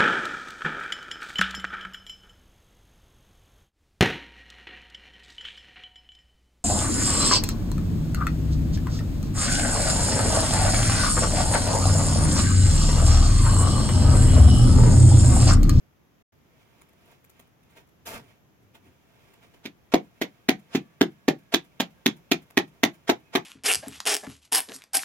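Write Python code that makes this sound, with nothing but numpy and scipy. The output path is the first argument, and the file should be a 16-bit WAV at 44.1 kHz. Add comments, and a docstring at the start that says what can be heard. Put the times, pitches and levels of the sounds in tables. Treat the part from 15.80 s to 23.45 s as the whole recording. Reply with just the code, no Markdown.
"""A baker slaps raw dough from palm to palm in a small earthen bakehouse, almost four times a second.
Each slap is a thump of soft dough, a pop of trapped air and a wet smack made of many tiny clicks.
Before that a flat loaf slides onto a woven tray: rough clicks coloured as dry crust, over a low rumble.
Near walls throw the sounds back at once; clothes rustle and crust ticks, made of coloured clicks.
Filtered noise makes a very quiet room, and sine waves make poultry calling far away."""
import sys
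import numpy as np
from scipy import signal
from scipy.fft import rfft, irfft
from scipy.io import wavfile
from scipy.ndimage import uniform_filter1d

SR = 44100
rng = np.random.default_rng(int(sys.argv[2]) if len(sys.argv) > 2 else 0)


def dump_mix(stems):
    """Bounce the given channels to the path in sys.argv[1] as a 16-bit WAV at rate SR."""
    frames = np.atleast_2d(stems).T  # one column per channel
    limited = np.clip(frames, -1, 1)  # hard clip at full scale
    pcm = np.round(limited * 32767).astype(np.int16)
    wavfile.write(sys.argv[1], SR, pcm)


N = 337365
T = np.arange(N) / SR  # time of every sample, s

# slaps of dough on palm: t/s, thump f/Hz, smack f/Hz, then thump, air pop and skin smack level/dB
SLAP_EVENTS = [(3.8534, 273, 2550, -37, -47.5, -37.5), (4.138, 304, 2160, -14.5, -17, -22.5),
               (4.414, 295, 2060, -27, -28, -27), (4.688, 284, 2110, -17, -24, -18.5),
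               (4.9492, 289, 2600, -18, -31, -28), (5.2111, 313, 1660, -13, -24.5, -20.5),
               (5.4812, 308, 1810, -15.5, -22.5, -23.5), (5.7395, 338, 3550, -19.5, -29.5, -17.5),
               (6.0, 224, 2980, -25.5, -28, -24), (6.2603, 287.4, 3550, -18, -32.5, -18),
               (6.515, 310, 2320, -19, -26.5, -19.5), (6.7725, 321.5, 1870, -17, -23, -18.5),
               (7.0336, 319, 1890, -17.5, -22.5, -16.5), (7.2928, 335, 1624, -18, -19.5, -21.5),
               (7.5518, 335, 1790, -19, -23, -22)]
# tone of wet spray and crisp ticks: f/Hz, level/dB
SPRAY_TONE = [(2000, -33.5), (5000, -16), (6300, 1.5), (8300, 1), (10500, 3.5), (12000, 7), (15500, -1)]
# tone of dry crust and of grazing fingers: f/Hz, level/dB
CRUST_TONE = [(200, -24.5), (400, -8), (800, -8), (1100, -10), (1600, -9.5), (2800, -9.5), (4000, -13),
              (8400, -18), (13300, -14.5), (16000, -24.5)]
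# tone of the rumbling tray and of soft bumps: f/Hz, level/dB
TRAY_TONE = [(25, -50), (55, -13), (100, 11.5), (170, -1), (280, -6), (500, -15), (1000, -36)]
# tone of rubbing cloth: f/Hz, level/dB
CLOTH_TONE = [(150, -2), (400, 4.5), (800, 4), (1400, -0.5), (2300, 4), (3400, -0.5), (4600, -6.5),
              (8500, -14), (12500, -15), (16000, -11.5)]


def undb(db):
    """Turn decibels into a gain."""
    return 10 ** (np.asarray(db) / 20)


def unit(x):
    """Scale to an rms (average strength) of 1."""
    return x / np.sqrt(np.mean(x ** 2))


def blow(x):
    """Scale a short sound so its energy equals rms 1 over a fiftieth of a second."""
    return x / np.sqrt(np.sum(x ** 2) / (SR / 50))


def on_log(hz, points):
    """Read a curve of (Hz, value) points, with pitch on a log axis as we hear it."""
    f, value = np.transpose(points)
    return np.interp(np.log(np.maximum(hz, 1)), np.log(f), value)


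def colour(x, points):
    """Filter to a (Hz, dB) curve; folding the cepstrum keeps the response from starting early."""
    size = 4096
    gain = undb(on_log(np.fft.rfftfreq(size, 1 / SR), points))
    cepstrum = irfft(np.log(gain))
    cepstrum[1:size // 2] *= 2
    cepstrum[size // 2 + 1:] = 0
    response = irfft(np.exp(rfft(cepstrum)))
    return signal.fftconvolve(x, response)[:len(x)]


def lowpass(x, hz, order=1):
    """Roll off smoothly above hz."""
    sos = signal.butter(order, min(hz, SR / 2 - 1), fs=SR, output="sos")
    return signal.sosfilt(sos, x + 1e-18)


def resonance(x, hz, width_hz):
    """Ring at one pitch, as one band-pass resonance."""
    return signal.lfilter(*signal.iirpeak(hz, hz / width_hz, SR), x)


def even(x, amount=0.71):
    """Level out the chance peaks and holes in the spectrum of a short burst."""
    spectrum = rfft(x)
    power = np.abs(spectrum) ** 2
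    levelling = (power + power.mean() / 20) ** (min(amount, 1) / 2)
    return irfft(spectrum / levelling, len(x))


def add(out, s, x):
    """Mix x into out from time s."""
    i = int(s * SR)
    out[..., i:i + x.shape[-1]] += x[..., :out.shape[-1] - i]


def walk(rate):
    """Wander slowly by chance around zero, with rms 1."""
    hold = int(SR / rate)
    steps = np.repeat(rng.standard_normal(N // hold + 1), hold)
    return unit(uniform_filter1d(steps, hold)[:N])


def grains(size, spread_db):
    """Make dense tiny clicks of very unequal strength, as rough surfaces do."""
    boost = np.minimum(rng.exponential(size=size), 2 * np.pi)
    return unit(rng.standard_normal(size) * undb(spread_db * boost))


def burst(t, rise_s, decay_s):
    """Shape a contact that spreads quickly and dies away; t = 0 is the moment of full contact."""
    return np.exp(np.minimum(t / rise_s, -t / decay_s))


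def rub(s, rise_s, decay_s, db, tone):
    """Make one brief gritty contact of the given colour, its envelope peaking at time s."""
    out, lead = np.zeros(N), 1 / 10
    t = np.arange(SR // 3) / SR - lead
    contact = grains(len(t), 3.5) * burst(t, rise_s, decay_s)
    add(out, s - lead, undb(db) * blow(colour(contact, tone)))
    return out


def reflections(port_lag_s=.00007, scatter_s=0.00065):
    """Direct sound and near surfaces: rough mud walls mirror the bass and scatter the treble."""
    # near surfaces: delay t/s, mirrored bass level/dB, scattered treble level/dB, crossover f/Hz
    walls = [(.0043, 3, 4.5, 787), (.0074, -2.5, -16.5, 556.5), (0.017, -20.5, -11, 700),
             (.026, -9, -22.5, 520)]
    t = np.arange(SR // 100) / SR
    click, response = signal.unit_impulse(len(t)), np.zeros((2, SR // 20))
    for port in range(2):
        add(response[port], port * port_lag_s, click)
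        for delay, bass_db, treble_db, cross_hz in walls:
            spread = even(rng.standard_normal(len(t)) * np.exp(-t / scatter_s))
            spread = (spread - lowpass(spread, cross_hz)) / np.linalg.norm(spread)
            mirrored = undb(bass_db) * lowpass(click, cross_hz)
            add(response[port], delay, mirrored + undb(treble_db) * spread)
    return response


def ring(onset_s=0.007, build_s=0.0052, ring_db=-1, apart_hz=750):
    """Short diffuse ring of the earthen room; its bass is alike at both listening ports."""
    # ring of the room in bands: f/Hz, level/dB before ring_db, time to fade by 60 dB t/s
    bands = [(49.9, -10, .2), (100, -15, 0.18), (152.3, 2, 0.29), (233, -3.5, .18), (399, -2, .14),
             (814, -1.5, 0.13), (2500, -6, 0.13), (6000, -6.5, 0.12), (15160, -5.5, 0.052)]
    t = np.arange(SR // 4) / SR
    f = np.fft.rfftfreq(len(t), 1 / SR)
    mid, side = rfft(rng.standard_normal((2, len(t))))
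    apart = np.minimum(f / apart_hz, 1)
    noise = (mid + apart * side * np.array([[1], [-1]])) / np.sqrt(1 + apart ** 2)
    build = 1 - np.exp(-np.maximum(t - onset_s, 0) / build_s)
    response = 0
    for share, (_, db, t60) in zip(np.eye(len(bands)), bands):
        band = on_log(f, np.c_[np.array(bands)[:, 0], share])
        fade = build * np.exp(-np.log(1000) * t / t60)
        response = response + undb(db + ring_db) * irfft(noise * band, len(t)) * fade / np.linalg.norm(fade)
    return response


def bakehouse(x, distance_db=-5.5):
    """Carry a sound through the room to two listening ports a few steps away."""
    response = ring()
    add(response, 0, reflections())
    return undb(distance_db) * signal.fftconvolve(x[None], response, axes=1)


def air():
    """Faint steady background: a shared low murmur and separate hiss at each port."""
    # tone of the quiet room: f/Hz, level/dB
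    air_tone = [(25, -38), (55, -8), (90, -6), (135, -3.5), (190, -7), (310, -9), (530, -14), (1190, -18.5),
                (2200, -22.5), (3300, -25.5), (4200, -31.5), (6500, -29.5), (8500, -41), (12500, -30.5),
                (16000, -34.5)]
    left, right, shared = (colour(rng.standard_normal(N), air_tone) for _ in range(3))
    murmur = 0.85 * lowpass(shared, 340)
    level_db = -61.5 + .5 * walk(2.0)
    return unit(np.array([left, right]) + murmur) * undb(level_db)


def clothes():
    """Fibres slip over each other in uneven little rushes: one swell per movement, then swinging arms."""
    # body movements: peak t/s, rise t/s, level/dB
    movements = [(.81, 0.052, -68.5), (1.0, 0.27, -65), (1.32, 0.097, -59), (1.62, 0.2, -65),
                 (1.93, 0.063, -63), (2.51, 0.13, -61.5), (3.5, 0.32, -62.5), (3.76, 0.14, -65.5)]
    stop_share = 0.28  # each stops sooner than it builds: decay time against rise time
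    moves = sum(undb(db) * burst(T - s, rise_s, stop_share * rise_s) for s, rise_s, db in movements)
    # sleeves swing all through the slapping
    sleeves = undb(-68.5) * np.clip((T - SLAP_EVENTS[0][0]) / .4, 0, 1)
    rustle = unit(colour(grains(N, 3.5), CLOTH_TONE))
    return rustle * np.hypot(moves, sleeves) * undb(0.6 * walk(35))


def ticks(rise_s=.0004, decay_s=.002, scatter_db=4):
    """Sudden tiny slips give clear ticks, and fainter random ones from the crust of the carried loaf."""
    # clearest ticks of crust and cloth: t/s, crisp top level/dB, papery body level/dB
    clear = [(1.015, -62.5, -58.5), (1.444, -63, -65.5), (1.496, -61, -65.5), (1.595, -60.5, -57.5),
             (3.536, -68, -62), (6.704, -62.5, -57)]
    carry_from_s, carry_to_s = 1, 2.15
    crackle_per_s, crackle_db = 12, -74  # middle of the random levels
    chance = rng.random((int(crackle_per_s * (carry_to_s - carry_from_s)), 3))
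    faint = []
    for row in chance:
        s = np.interp(row[0], [0, 1], [carry_from_s, carry_to_s])
        faint.append((s, *(crackle_db + scatter_db * (2 * row[1:] - 1))))
    out = np.zeros(N)
    for s, top_db, body_db in list(clear) + faint:
        out += rub(s, rise_s, decay_s, top_db, SPRAY_TONE)
        out += rub(s, rise_s, decay_s, body_db, CLOTH_TONE)
    return out


def handling(rise_share=0.54):
    """Hands take hold of tray and cloth: each brief touch is a soft bump and a scuff of cloth."""
    # touches: t/s, length t/s, soft bump level/dB, scuff level/dB
    touches = [(1.971, 0.023, -63, -50), (2.44, .03, -50.5, -68), (2.827, 0.016, -53, -78),
               (2.95, 0.012, -58, -53), (3.058, 0.044, -49, -60.5), (3.63, 0.027, -77, -55.5),
               (3.741, 0.0045, -68, -59)]
    out = np.zeros(N)
    for s, length, bump_db, scuff_db in touches:
        for db, tone in ((bump_db, TRAY_TONE), (scuff_db, CLOTH_TONE)):
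            out += rub(s, rise_share * length, length, db, tone)
    return out


def loaf(drag_db=-12):
    """Dry crust catches on the weave, duller as it settles; the tray rumbles under drag and landings."""
    # the near edge lands, then the whole loaf: t/s, level/dB
    landings = [(2.271, -40), (2.344, -33)]
    start_s, attack_s, hold_s, release_s = 2.252, 0.013, .11, 0.023  # one push
    slide_db, fade_db_per_s, crisp_s = -38, -25, .09
    t = np.clip(T - start_s, 0, 1)
    release = np.exp(-np.maximum(t - attack_s - hold_s, 0) / release_s)
    push = np.minimum(t / attack_s, 1) * release * undb(slide_db + fade_db_per_s * t)
    crust = unit(colour(grains(N, 4.0), CRUST_TONE))
    dull = lowpass(crust, 1900)
    scrape = dull + np.exp(-t / crisp_s) * (crust - dull)
    rumble = unit(colour(grains(N, 4.3), TRAY_TONE))
    weight = sum(undb(db) * burst(T - s, 0.007, 0.017) for s, db in landings)
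    crunch = undb(-8) * weight  # crust against the thud
    return (push + crunch) * scrape + (undb(drag_db) * push + weight) * rumble


def fingers(graze_hz=5500, sticky_db=-6):
    """Fingers graze the dough before some slaps, and it peels stickily off the palm after each."""
    # fingers touch just before the palm: peak t/s, rise t/s, level/dB
    grazes = [(3.845, 0.0072, -50), (4.121, .0012, -37.5), (4.943, 0.015, -38.5), (5.724, 0.0018, -34),
              (7.279, 0.0028, -32.5), (7.538, 0.0056, -38)]
    peel_after_s, peel_s, peel_db, peel_scatter_db = .105, 0.0133, -44.5, 2  # level against the smack
    out = lowpass(sum(rub(s, rise_s, .012, db, CRUST_TONE) for s, rise_s, db in grazes), graze_hz, order=2)
    for (s, *_, smack_db), chance in zip(SLAP_EVENTS, rng.standard_normal(len(SLAP_EVENTS))):
        db = smack_db + peel_db + peel_scatter_db * chance
        for tone, tone_db in ((CLOTH_TONE, db), (SPRAY_TONE, db + sticky_db)):
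            out += rub(s + peel_after_s, .004, peel_s, tone_db, tone)
    return out


def slap(thump_hz, smack_hz, thump_db, pop_db, smack_db, spray_db, pop_pitch, t,
         cup_gain=0.96, touch_db=-19, radiate_hz=125):
    """The palm lands, air pops out and the dough swings for about a cycle."""
    # air squeezed from the cupped palm: f/Hz before pop_pitch, width f/Hz, level/dB
    palm = [(677, 388, 0.5), (768, 60, -2.5), (998, 83, -10.5)]
    # tone of flat skin meeting dough: f/Hz, level/dB
    smack_tone = [(500, -18.5), (1300, -5), (1850, 0), (2400, 0.5), (2850, -3), (3550, 0.5), (4300, -5.5),
                  (5200, -10), (6500, -9.5), (8000, -19.5), (16000, -39)]
    # harder slaps bring the whole palm in sooner: mean thump and smack level/dB, contact t/s
    contact_times = [(-23, 0.0071), (-18, .0017)]
    after = np.maximum(t + 0.00035, 0)
    swing = np.sin(2 * np.pi * thump_hz * after) * np.exp(-after / 0.0023) * (1 - np.exp(-after / 0.0012))
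    # something as small as a hand hardly radiates deep bass
    swing = signal.sosfilt(signal.butter(2, radiate_hz, "high", fs=SR, output="sos"), swing)

    landed, touched = (np.clip((t + ahead) / 0.0002, 0, 1) for ahead in (.0008, .0045))
    puff = landed * even(rng.standard_normal(len(t)) * burst(t, 0.0001, 0.0014))
    pop = 0
    for hz, width, db in palm:
        once = resonance(puff, pop_pitch * hz, width)
        pop = pop + undb(db) * resonance(once, pop_pitch * hz, width)

    # skin meets dough in a rush of tiny contacts; the edge touches a few ms before the whole face
    contact_s = np.interp((thump_db + smack_db) / 2, *np.transpose(contact_times))
    face = blow(landed * even(grains(len(t), 3.35) * burst(t - .0003, 0.00017, contact_s)))
    edge = blow(touched * grains(len(t), 2.3) * burst(t, .02, .008))
    contacts = face + undb(touch_db) * edge
    smack = colour(contacts, smack_tone)
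    smack = smack + cup_gain * resonance(smack, smack_hz, 380)  # the gap under the palm differs each time
    skin = blow(smack) + undb(spray_db) * blow(colour(contacts, SPRAY_TONE))
    return undb(thump_db) * blow(swing) + undb(pop_db) * blow(pop) + undb(smack_db) * blow(skin)


def dough():
    """Slaps get wetter and their pops higher; the hands move, so the room answers each differently."""
    out, lead = np.zeros((2, N)), 1 / 20
    t = np.arange(SR // 8) / SR - lead
    for s, *stroke in SLAP_EVENTS:
        worked_s = s - SLAP_EVENTS[0][0]
        spray_db = -14.5 + 0.42 * worked_s  # against the smack; grows as the dough spreads
        pop_pitch = 0.922 + .045 * worked_s  # the air pocket shrinks as the dough flattens
        add(out, s - lead, bakehouse(slap(*stroke, spray_db, pop_pitch, t)))
    return out


def fowl():
    """Far calls rise to a top pitch, then sag and fade; only the middle harmonics carry indoors."""
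    # a long crow and two short squawks: t/s, length t/s, top pitch f/Hz, starting level/dB
    calls = [(4.87, 1, 580.5, -64.5), (6.118, 0.15, 550, -73.5), (7.416, 0.155, 855, -69)]
    attack_s, release_s, fade_db_per_s = .04, .05, -16
    top_share, sag = 0.14, 0.078  # where the pitch tops; share of pitch lost per call length either side
    out = np.zeros(N)
    for s, length, top_hz, db in calls:
        t = np.clip(T - s, 0, length)
        hz = top_hz * (1 - sag * np.abs(t / length - top_share))
        phase = 2 * np.pi * np.cumsum(hz * (1 + 0.0029 * walk(40))) / SR
        gate = np.minimum(np.minimum(t / attack_s, (length - t) / release_s), 1)
        voice = np.sin(2 * phase) / 2 + np.sin(3 * phase)
        out += gate * undb(db + fade_db_per_s * t) * voice
    return out


def scene():
    """All the work, heard through the room by two ports of unlike colour."""
    # colour of the two ports: f/Hz, left minus right level/dB
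    ports = [(60, 0.5), (200, 0.5), (380, 2.5), (700, -1), (1300, 0.5), (2400, -5), (4400, -3.5),
             (7000, -5), (10000, 8), (15000, 6)]
    others = fingers() + loaf() + clothes() + handling() + ticks() + fowl()
    heard = dough() + bakehouse(others)[:, :N]
    sides = [colour(x, [(f, sign * db / 2) for f, db in ports]) for x, sign in zip(heard, (1, -1))]
    return np.array(sides) + air()


def record(dry, ceiling=0.81):
    """The loudest peaks are rounded, the sound drops out for a moment early on, and the top is cut."""
    silent_from_s, silent_to_s, top_hz = .425, .523, 16000
    live = uniform_filter1d(1. * ((T < silent_from_s) | (T > silent_to_s)), size=200)
    rounded = ceiling * np.tanh(dry / ceiling)
    return signal.sosfilt(signal.ellip(8, .2, 70, top_hz, fs=SR, output="sos"), live * rounded)


dry = scene()
out = record(dry)
dump_mix(out)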